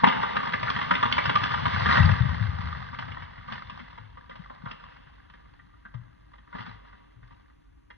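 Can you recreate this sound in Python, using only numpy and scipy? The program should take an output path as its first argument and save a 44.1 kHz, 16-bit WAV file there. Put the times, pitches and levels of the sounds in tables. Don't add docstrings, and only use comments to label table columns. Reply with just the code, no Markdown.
import sys
import numpy as np
from scipy import signal
from scipy.fft import rfft, irfft, next_fast_len
from scipy.io import wavfile
from scipy.ndimage import uniform_filter1d, map_coordinates

SR = 44100
rng = np.random.default_rng(int(sys.argv[2]) if len(sys.argv) > 2 else 0)


def log_audio(samples):
    frames = np.atleast_2d(samples).T
    limited = np.clip(frames, -1, 1)
    pcm = np.round(limited * 32767).astype(np.int16)
    wavfile.write(sys.argv[1], SR, pcm)


N = 351477
T = np.arange(N) / SR

# (time [s], level [dB], ring [Hz], treble [dB])
SNAPS = [(0.035, -5, 900, -22), (0.041, -9.5, 1930, -12.5), (0.068, -12, 900, -10.5),
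         (0.075, -17, 1600, -8), (0.083, -18, 2700, -5), (0.094, -18, 1620, -14.5), (0.122, -21, 1800, -7),
         (0.148, -22.5, 1600, -12), (0.231, -18, 1560, -10), (0.356, -24.5, 1506, -1),
         (0.366, -15, 1477, -5), (0.402, -28, 1158, -14), (0.431, -23.5, 1182, -9.5),
         (0.467, -25.5, 935, -27.5), (0.536, -16.5, 1900, -4.5), (0.63, -20.5, 1090, 4.5),
         (0.68, -21, 1540, -14), (0.701, -18.5, 1130, 9.5), (0.763, -22.5, 1500, -2.5),
         (0.788, -20.5, 1250, -12), (0.814, -20.5, 1170, -7), (0.909, -9.5, 1562, -10),
         (0.938, -22.5, 1540, 1), (0.951, -18, 1560, -1), (1.028, -12.5, 1000, -10.5),
         (1.055, -19, 1000, -12), (1.125, -14.5, 2250, 23), (1.181, -12.5, 2170, -13),
         (1.255, -17, 1530, 1), (1.294, -14, 1790, -6), (1.355, -13, 1170, -4), (1.436, -17.5, 1590, 8.5),
         (1.51, -25, 1200, -11), (1.539, -17.5, 1200, -10), (1.655, -17.5, 1180, -8.5),
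         (1.729, -29, 1800, 4), (1.805, -21.5, 1055, -25.5), (1.858, -14.5, 1860, -14.5),
         (1.889, -14.5, 1517, -12.5), (1.932, -20.5, 1170, -0.5), (1.955, -17.5, 1900, -12.5),
         (1.978, -13.5, 1510, -23), (1.996, -20, 1950, -15.5), (2.04, -24.5, 1200, -13),
         (2.09, -18, 1200, -9.5)]
# (time [s], level [dB], ring [Hz], treble [dB])
CLATTERS = [(2.749, -31, 1070, -22), (2.931, -33, 1200, -20), (2.988, -25, 940, -2),
            (3.022, -31.5, 1700, -27), (3.081, -31, 977, -11), (3.119, -33.5, 1840, -4),
            (3.167, -28, 1170, -24), (3.221, -33.5, 2050, -11), (3.378, -38.5, 1910, -14),
            (3.482, -34, 1130, -12), (3.522, -30.5, 1205, 10), (3.556, -38.5, 1600, 2),
            (3.698, -32.5, 1300, 6), (3.793, -35, 1930, -7), (3.978, -35, 970, -10),
            (4.172, -37.5, 1190, -22), (4.295, -36, 1190, -6), (4.31, -36, 1720, -26),
            (4.356, -38.5, 970, -1), (4.499, -32.5, 1030, -30), (4.659, -30, 1240, -26),
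            (4.671, -34.5, 1220, -21), (4.712, -31, 1200, 5.5), (4.836, -41, 1170, -9.5),
            (4.96, -47, 1210, -17), (5.069, -46, 1860, -21), (5.156, -62, 1310, -2), (5.299, -46, 1200, 3),
            (5.337, -41, 1960, -14), (5.376, -56, 1160, -12), (5.455, -52, 1204, -20.5),
            (5.592, -44, 1900, -18), (5.737, -51, 1140, -20), (5.852, -36, 1500, -26),
            (5.941, -39.5, 900, -11), (6.335, -43, 1150, -13.5), (6.382, -47.5, 1480, -8),
            (6.475, -47.5, 1500, -31), (6.528, -34, 1140, -30), (6.55, -29.5, 930, -16),
            (6.585, -32.5, 1780, -13), (6.606, -41, 1520, 10), (6.664, -39, 1200, -1.5),
            (6.849, -46.5, 1190, -24.5), (6.927, -43.5, 1780, -27), (7.229, -47, 1504, -17),
            (7.308, -46, 930, -12), (7.903, -39, 1690, -11)]
# (time [s], level [dB], pitch [Hz], time to fall 60 dB [s])
THUDS = [(0.043, -19, 242.8, 0.061), (0.071, -17, 211.7, 0.06), (0.625, -32, 118, 0.11),
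         (1.275, -30, 125.1, 0.11), (1.416, -30.5, 129, 0.056), (1.622, -31.5, 132, 0.09),
         (1.822, -26.5, 93.8, 0.16), (1.922, -26.5, 155, 0.059), (2.002, -13, 97.4, 0.1),
         (2.037, -10, 90.1, 0.13), (2.036, -17, 158.1, 0.14), (2.092, -18, 100, 0.13),
         (2.203, -18, 112.3, 0.14), (2.252, -22, 130.3, .07), (2.335, -26.5, 94, .11),
         (2.409, -21.5, 109.3, 0.16), (2.485, -23.5, 86.6, 0.11), (2.545, -30, 86, .12),
         (2.592, -27, 102, 0.088), (2.63, -25.5, 70.1, 0.14), (2.71, -33, 81, 0.15), (2.755, -36, 94, .1),
         (2.812, -37.5, 85.4, 0.14), (2.985, -41.5, 121.8, 0.11), (3.212, -41, 88.4, 0.35),
         (3.387, -43.5, 99.7, 0.13), (3.515, -39.5, 209, 0.13), (3.72, -46, 230, 0.083),
         (3.998, -44.5, 106, 0.45), (4.397, -36.5, 165, 0.028), (4.638, -33, 174.5, 0.039),
         (4.662, -38, 112.6, 0.052), (5.945, -35.5, 118.9, 0.39), (6.549, -33.5, 200.5, 0.039),
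         (6.591, -36, 109.5, 0.12), (6.595, -42, 224, 0.079), (6.7, -48, 108.4, 0.63),
         (7.159, -51.5, 112.2, 0.47), (7.225, -50, 118.2, 0.36), (7.315, -53.5, 112.2, 0.3)]
# (time [s], level [dB], time to fall 60 dB [s])
SHOWERS = [(0.089, -37.5, 0.34), (2.622, -43.5, 2.3), (3.491, -53.5, 0.66), (3.01, -41, 0.21),
           (3.528, -38.5, 0.66), (3.73, -45.5, 1.2), (4.34, -55, 8.3), (4.7, -49.5, 0.3),
           (4.902, -51, 0.48), (6.31, -66, 4.2), (6.599, -41, 0.3), (6.67, -45, 0.49), (6.868, -59, 1.5),
           (7.28, -62.5, 1.6)]
# (frequency [Hz], level [dB])
AIR = [(22, -20), (52, 5), (85, -12), (200, -30), (310, -5.5), (420, -27.5), (1200, -33), (3500, -44.5),
       (5000, -52), (10000, -40)]
# (frequency [Hz], level [dB])
BRUSH = [(150, -18), (280, -6), (350, -8), (600, -4), (800, 0), (1200, 0), (1450, 2), (2050, -1),
         (2400, -16), (3500, -9.5), (4600, -17), (5600, -25.5), (6800, -48)]
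# (frequency [Hz], level [dB])
GROUND = [(25, -38.5), (45, -23), (70, 11.5), (100, 8), (170, 1), (255, -8), (310, -30.5), (600, -45),
          (1500, -84.5)]
# (frequency [Hz], level [dB])
BOUGH = [(60, -27), (120, -3.5), (180, -5), (240, -3), (310, -31.5), (700, -44.5), (1500, -81)]
# (frequency [Hz], level [dB])
DRY_WOOD = [(40, -38), (140, -18), (250, 2.5), (380, -1), (600, 0.5), (730, -3.5), (1000, 0.5),
            (2050, -2.5), (2350, -14.5), (3400, -8), (4400, -24.5), (5300, -24), (6800, -55)]
# (frequency [Hz], time to fall 60 dB [s])
FOREST = [(100, 0.2), (400, 3.4), (1300, 1.1), (3500, 2.4), (7000, 0.77)]
# (frequency [Hz], phase [radians])
LEAD = [(60, 0), (120, .4), (260, 2.8), (720, 3.05), (950, 4.4), (1400, 5.0), (1850, 6.2), (2250, 6.3),
        (2600, 3.5), (3300, 0.5), (4100, 1.2), (5000, 3.3), (6300, 6.3)]
# (frequency [Hz], level difference [dB])
BALANCE_DB = [(50, -3), (100, 11.5), (170, 13), (280, 2.5), (450, -0.5), (6000, 0.5)]
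# (frequency [Hz], likeness [0-1])
ALIKE = [(60, .9), (200, .88), (600, .99), (800, .8), (1300, .88), (2100, .92), (2450, .15), (3000, .2),
         (3500, .7), (4300, .55), (5100, .9), (6000, .4)]
# (centre [Hz], width [Hz], gain [dB])
BUMPS = [(264, 76, 6.5), (327, 110, -8), (524, 140, 3.5), (794, 190, 1), (970, 30, 6), (1200, 156, 9.5),
         (1285, 160, -5.5), (1560, 37, 1.5), (2700, 430, 6), (3470, 160, -0.5), (3780, 110, -1),
         (4500, 400, 1.5), (5040, 120, 0), (5040, 350, 4)]

CROWN_LANDS_S, TRUNK_LANDS_S = 1.954, 2.04
SHOWER_RISE_DB_PER_S = 224
BRITTLE_DB = 18.5
TOP_HZ, CUTOFF_HZ, LEAK_DB = 6700, 12000, -14.5


def amp(db):
    return 10 ** (np.asarray(db) / 20)


def unit(x):
    return x / np.sqrt(np.mean(x ** 2) + 1e-20)


def along(points, hz):
    f, v = np.transpose(points)
    return np.interp(np.log(hz + 1), np.log(f + 1), v)


def wobble(rate):
    return map_coordinates(rng.standard_normal(int(N * rate / SR) + 4), [T * rate])


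def noise():
    return rng.standard_normal((2, N))


def filtered(x, response):
    m = next_fast_len(N + SR // 2)
    return irfft(rfft(x, m) * response(np.fft.rfftfreq(m, 1 / SR)), m)[..., :N]


def coloured(x, spectrum):
    return unit(filtered(x, lambda hz: amp(along(spectrum, hz))))


def causal(x, gain):
    size = x.shape[-1]
    cepstrum = irfft(np.log(np.maximum(gain, 1e-6)))
    cepstrum[1:size // 2] *= 2
    cepstrum[size // 2 + 1:] = 0
    return irfft(rfft(x) * np.exp(rfft(cepstrum)))


def add(track, s, sound):
    part = track[..., max(0, round(s * SR)):][..., :sound.shape[-1]]
    part += sound[..., :part.shape[-1]]


def swell(s, db, rise_db_per_s, fall_db_per_s):
    return amp(db - np.maximum((s - T) * rise_db_per_s, (T - s) * fall_db_per_s))


def together(*gains):
    return np.sqrt(sum(g ** 2 for g in gains))


def air(level_db=-56.5):
    return amp(level_db) * coloured(noise(), AIR)


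def showers():
    return together(*[swell(s, db, SHOWER_RISE_DB_PER_S, 60 / t60) for s, db, t60 in SHOWERS])


def breakage():
    brushing = swell(CROWN_LANDS_S, db=-33.0, rise_db_per_s=2.5, fall_db_per_s=13.5)
    crushing = swell(CROWN_LANDS_S, db=-23, rise_db_per_s=39.5, fall_db_per_s=62)
    trickle = swell(CROWN_LANDS_S, db=-57, rise_db_per_s=25.5, fall_db_per_s=4.0)
    return together(brushing, crushing, trickle, showers())


def twigs(breaking, level_db=-1, count=1900, spread_db=4.5, life_s=0.0045, rustle_db=-1, flutter_db=1,
          low_hz=700, high_hz=5500, size=768):
    sticks, t = np.zeros((2, N)), T[:size]
    for when, length, weight, angle in rng.random((count, 4)):
        hz = low_hz * (high_hz / low_hz) ** length
        tick = (np.sin(2 * np.pi * hz * t) + 2 * rng.standard_normal(size)) * np.exp(-t / life_s)
        ways = np.array([[np.cos(2 * np.pi * angle)], [np.sin(2 * np.pi * angle)]])
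        loudness = amp(spread_db * min(-np.log(weight), 3))
        add(sticks, when * N / SR, loudness * ways * tick)
    rustle = coloured(noise(), BRUSH) * amp(rustle_db + flutter_db * wobble(25))
    return breaking * amp(level_db) * unit(coloured(sticks, BRUSH) + rustle)


def weight(shower_db=-14):
    leaning = swell(TRUNK_LANDS_S, db=-36, rise_db_per_s=8.5, fall_db_per_s=13.5)
    landing = swell(TRUNK_LANDS_S, db=-26, rise_db_per_s=40, fall_db_per_s=23.5)
    settling = swell(TRUNK_LANDS_S, db=-54.5, rise_db_per_s=17.5, fall_db_per_s=3.0)
    return together(leaning, landing, settling, amp(shower_db) * showers())


def heave(lumps_db=3):
    rumble = amp(lumps_db * wobble(22)) * coloured(noise(), GROUND)
    return weight() * unit(rumble)


def boughs(level_db=-43.5, rise_db_per_s=2, fall_db_per_s=34, lumps_db=4, shower_db=-9):
    drumming = unit(amp(lumps_db * wobble(35)) * coloured(noise(), BOUGH))
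    falling = swell(CROWN_LANDS_S, level_db, rise_db_per_s, fall_db_per_s)
    return together(falling, amp(shower_db) * showers()) * drumming


def snaps(limbs, tear_t60, level_db, hold_s=.006, ring_db=7, ring_q=6, grain_db=3, fracture=0.17,
          spiky=.55, treble_db=10, treble_share=.75, thick_db=-9.5, body_slope=3.3, scatter_db=-3,
          dry_slope=0.05, size=8192):
    t, hz = np.arange(size) / SR, np.fft.rfftfreq(size, 1 / SR)
    out = np.zeros((2, N))
    carried = np.zeros(N)
    for s, db, ring_hz, bright_db in limbs:
        brittle_db = max(bright_db + treble_db, 0)
        length = .5 ** (brittle_db / BRITTLE_DB)
        fibres = rng.standard_normal((2, size)) * np.exp(spiky * rng.standard_normal(size))
        tearing = amp(-60 * np.maximum(t - hold_s * np.sqrt(length), 0) / (tear_t60 * length))
        force = fibres * tearing * amp([[0], [scatter_db]])
        force[0, 0] += fracture * np.linalg.norm(force[0])
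        limb = 1 + amp(ring_db) / np.hypot(1, ring_q * (hz / ring_hz - ring_hz / (hz + 1)))
        modes = grain_db * unit(uniform_filter1d(rng.standard_normal(len(hz)), size=30))
        treble = treble_share * (bright_db + treble_db) * along([(1900, 0.24), (2600, 0.98)], hz)
        body_curve = along([(330, 0.78), (500, 0.35), (760, 0.65), (1150, 0.046)], hz)
        body = body_slope * max(db - thick_db, 0) * body_curve
        crack = causal(force, amp(along(DRY_WOOD, hz) + modes + treble + body) * limb)
        crack *= amp(db + level_db) / np.sqrt(np.sum(crack[0] ** 2) / (0.01 * SR))
        add(out, s, crack)
        add(carried, s, crack[0] * amp(-dry_slope * brittle_db))
    return out, carried


def lesser_limbs(breaking, over_db=-1.0, thickest_db=-31, spread_db=2, low_hz=950, high_hz=2000,
                 treble_db=-11, treble_spread_db=10, count=200):
    rows = []
    for k, (when, length, force, brittle) in enumerate(rng.random((count, 4))):
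        i = int((k + when) * N / count)
        db = min(20 * np.log10(breaking[i]) + over_db, thickest_db) + spread_db * (2 * force - 1)
        ring_hz = low_hz * (high_hz / low_hz) ** length
        bright_db = treble_db + treble_spread_db * (2 * brittle - 1)
        rows.append((i / SR, db, ring_hz, bright_db))
    return rows


def thuds(blows, attack_s=0.0024, crush_db=-12, spread=1.5, low_hz=45):
    out, t = np.zeros(N), T[:SR // 2]
    for s, db, hz, t60 in blows:
        band = signal.butter(3, [hz / spread, hz * spread], "band", fs=SR, output="sos")
        crush = unit(signal.sosfilt(band, rng.standard_normal(SR))[-len(t):])
        push = np.sin(2 * np.pi * hz * t) + amp(crush_db) * crush
        shape = np.expm1(-t / attack_s) ** 2 * amp(-60 * t / np.clip(t60, .03, .45))
        add(out, s, amp(db) * push * shape / shape.max())
    out = signal.sosfilt(signal.butter(2, low_hz, "high", fs=SR, output="sos"), out)
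    return np.array([out, np.zeros(N)])


def recoils(limbs, knock_db=-40, limb_db=-18, grows=0.95, hz=205, t60=0.11, spread_db=3.5):
    rows = []
    for (s, db, *_), (a, b) in zip(limbs, rng.standard_normal((len(limbs), 2))):
        level_db = knock_db + grows * (min(db, -12) - limb_db) + spread_db * a
        rows.append((s, level_db, hz * np.exp(0.1 * b), t60))
    return rows


def forest(x, echo_db, near_db, near_t60=0.18, build_s=0.004, count=4):
    out = np.zeros((2, N))
    for k in range(count):
        hz, t, z = signal.stft(rng.standard_normal((2, SR)), SR, nperseg=256)
        fade = amp(-60 * t / along(FOREST, hz)[:, None]) * -np.expm1(-t / build_s)
        far = signal.istft(z * fade, SR, nperseg=256)[1][:, :SR]
        taps = rng.standard_normal((2, SR)) * (rng.random(SR) < .02)
        near = taps * amp(-60 * T[:SR] / near_t60)
        paths = (amp(echo_db) * unit(far) + amp(near_db) * unit(near)) / np.sqrt(SR)
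        turn = np.floor(T * 10) % count == k
        heard = x * uniform_filter1d(turn * 1., 200)
        out += signal.fftconvolve(heard[None], paths, axes=1)[:, :N]
    return out


def clatters():
    return snaps(CLATTERS, tear_t60=.058, level_db=-7.5, ring_db=5, ring_q=3.5, grain_db=2)


def microphones(field):
    def port(hz, sign):
        turn = np.arccos(along(ALIKE, hz)) / 2
        offset = amp(sign * along(BALANCE_DB, hz) / 2) * np.exp(sign * .5j * along(LEAD, hz))
        return offset * np.array([np.cos(turn), sign * np.sin(turn)])
    return np.array([filtered(field, lambda hz: port(hz, sign)).sum(0) for sign in (1, -1)])


def scene():
    breaking = breakage()
    cracks, carried = snaps(SNAPS + lesser_limbs(breaking), tear_t60=.034, level_db=-7.2)
    clatter, clatter_carried = clatters()
    blows = thuds(THUDS + recoils(SNAPS + CLATTERS))
    into_trees = carried + clatter_carried + amp(-7.0) * blows[0]
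    echo = forest(into_trees, echo_db=-8.5, near_db=-6.5)
    return microphones(air() + twigs(breaking) + heave() + boughs() + cracks + blows + echo + clatter)


def record(dry):
    def colour(hz):
        return amp(sum(db / (1 + (2 * (hz - centre) / width) ** 2) for centre, width, db in BUMPS))

    def band_limit(hz):
        steep = 1 / np.sqrt(1 + (hz / TOP_HZ) ** 48)
        return (hz < CUTOFF_HZ) * np.maximum(amp(LEAK_DB), steep)

    x = filtered(dry, colour)
    x = x / (1 + (x / .95) ** 12) ** (1 / 12)
    return filtered(x, band_limit)


dry = scene()
out = record(dry)
log_audio(out)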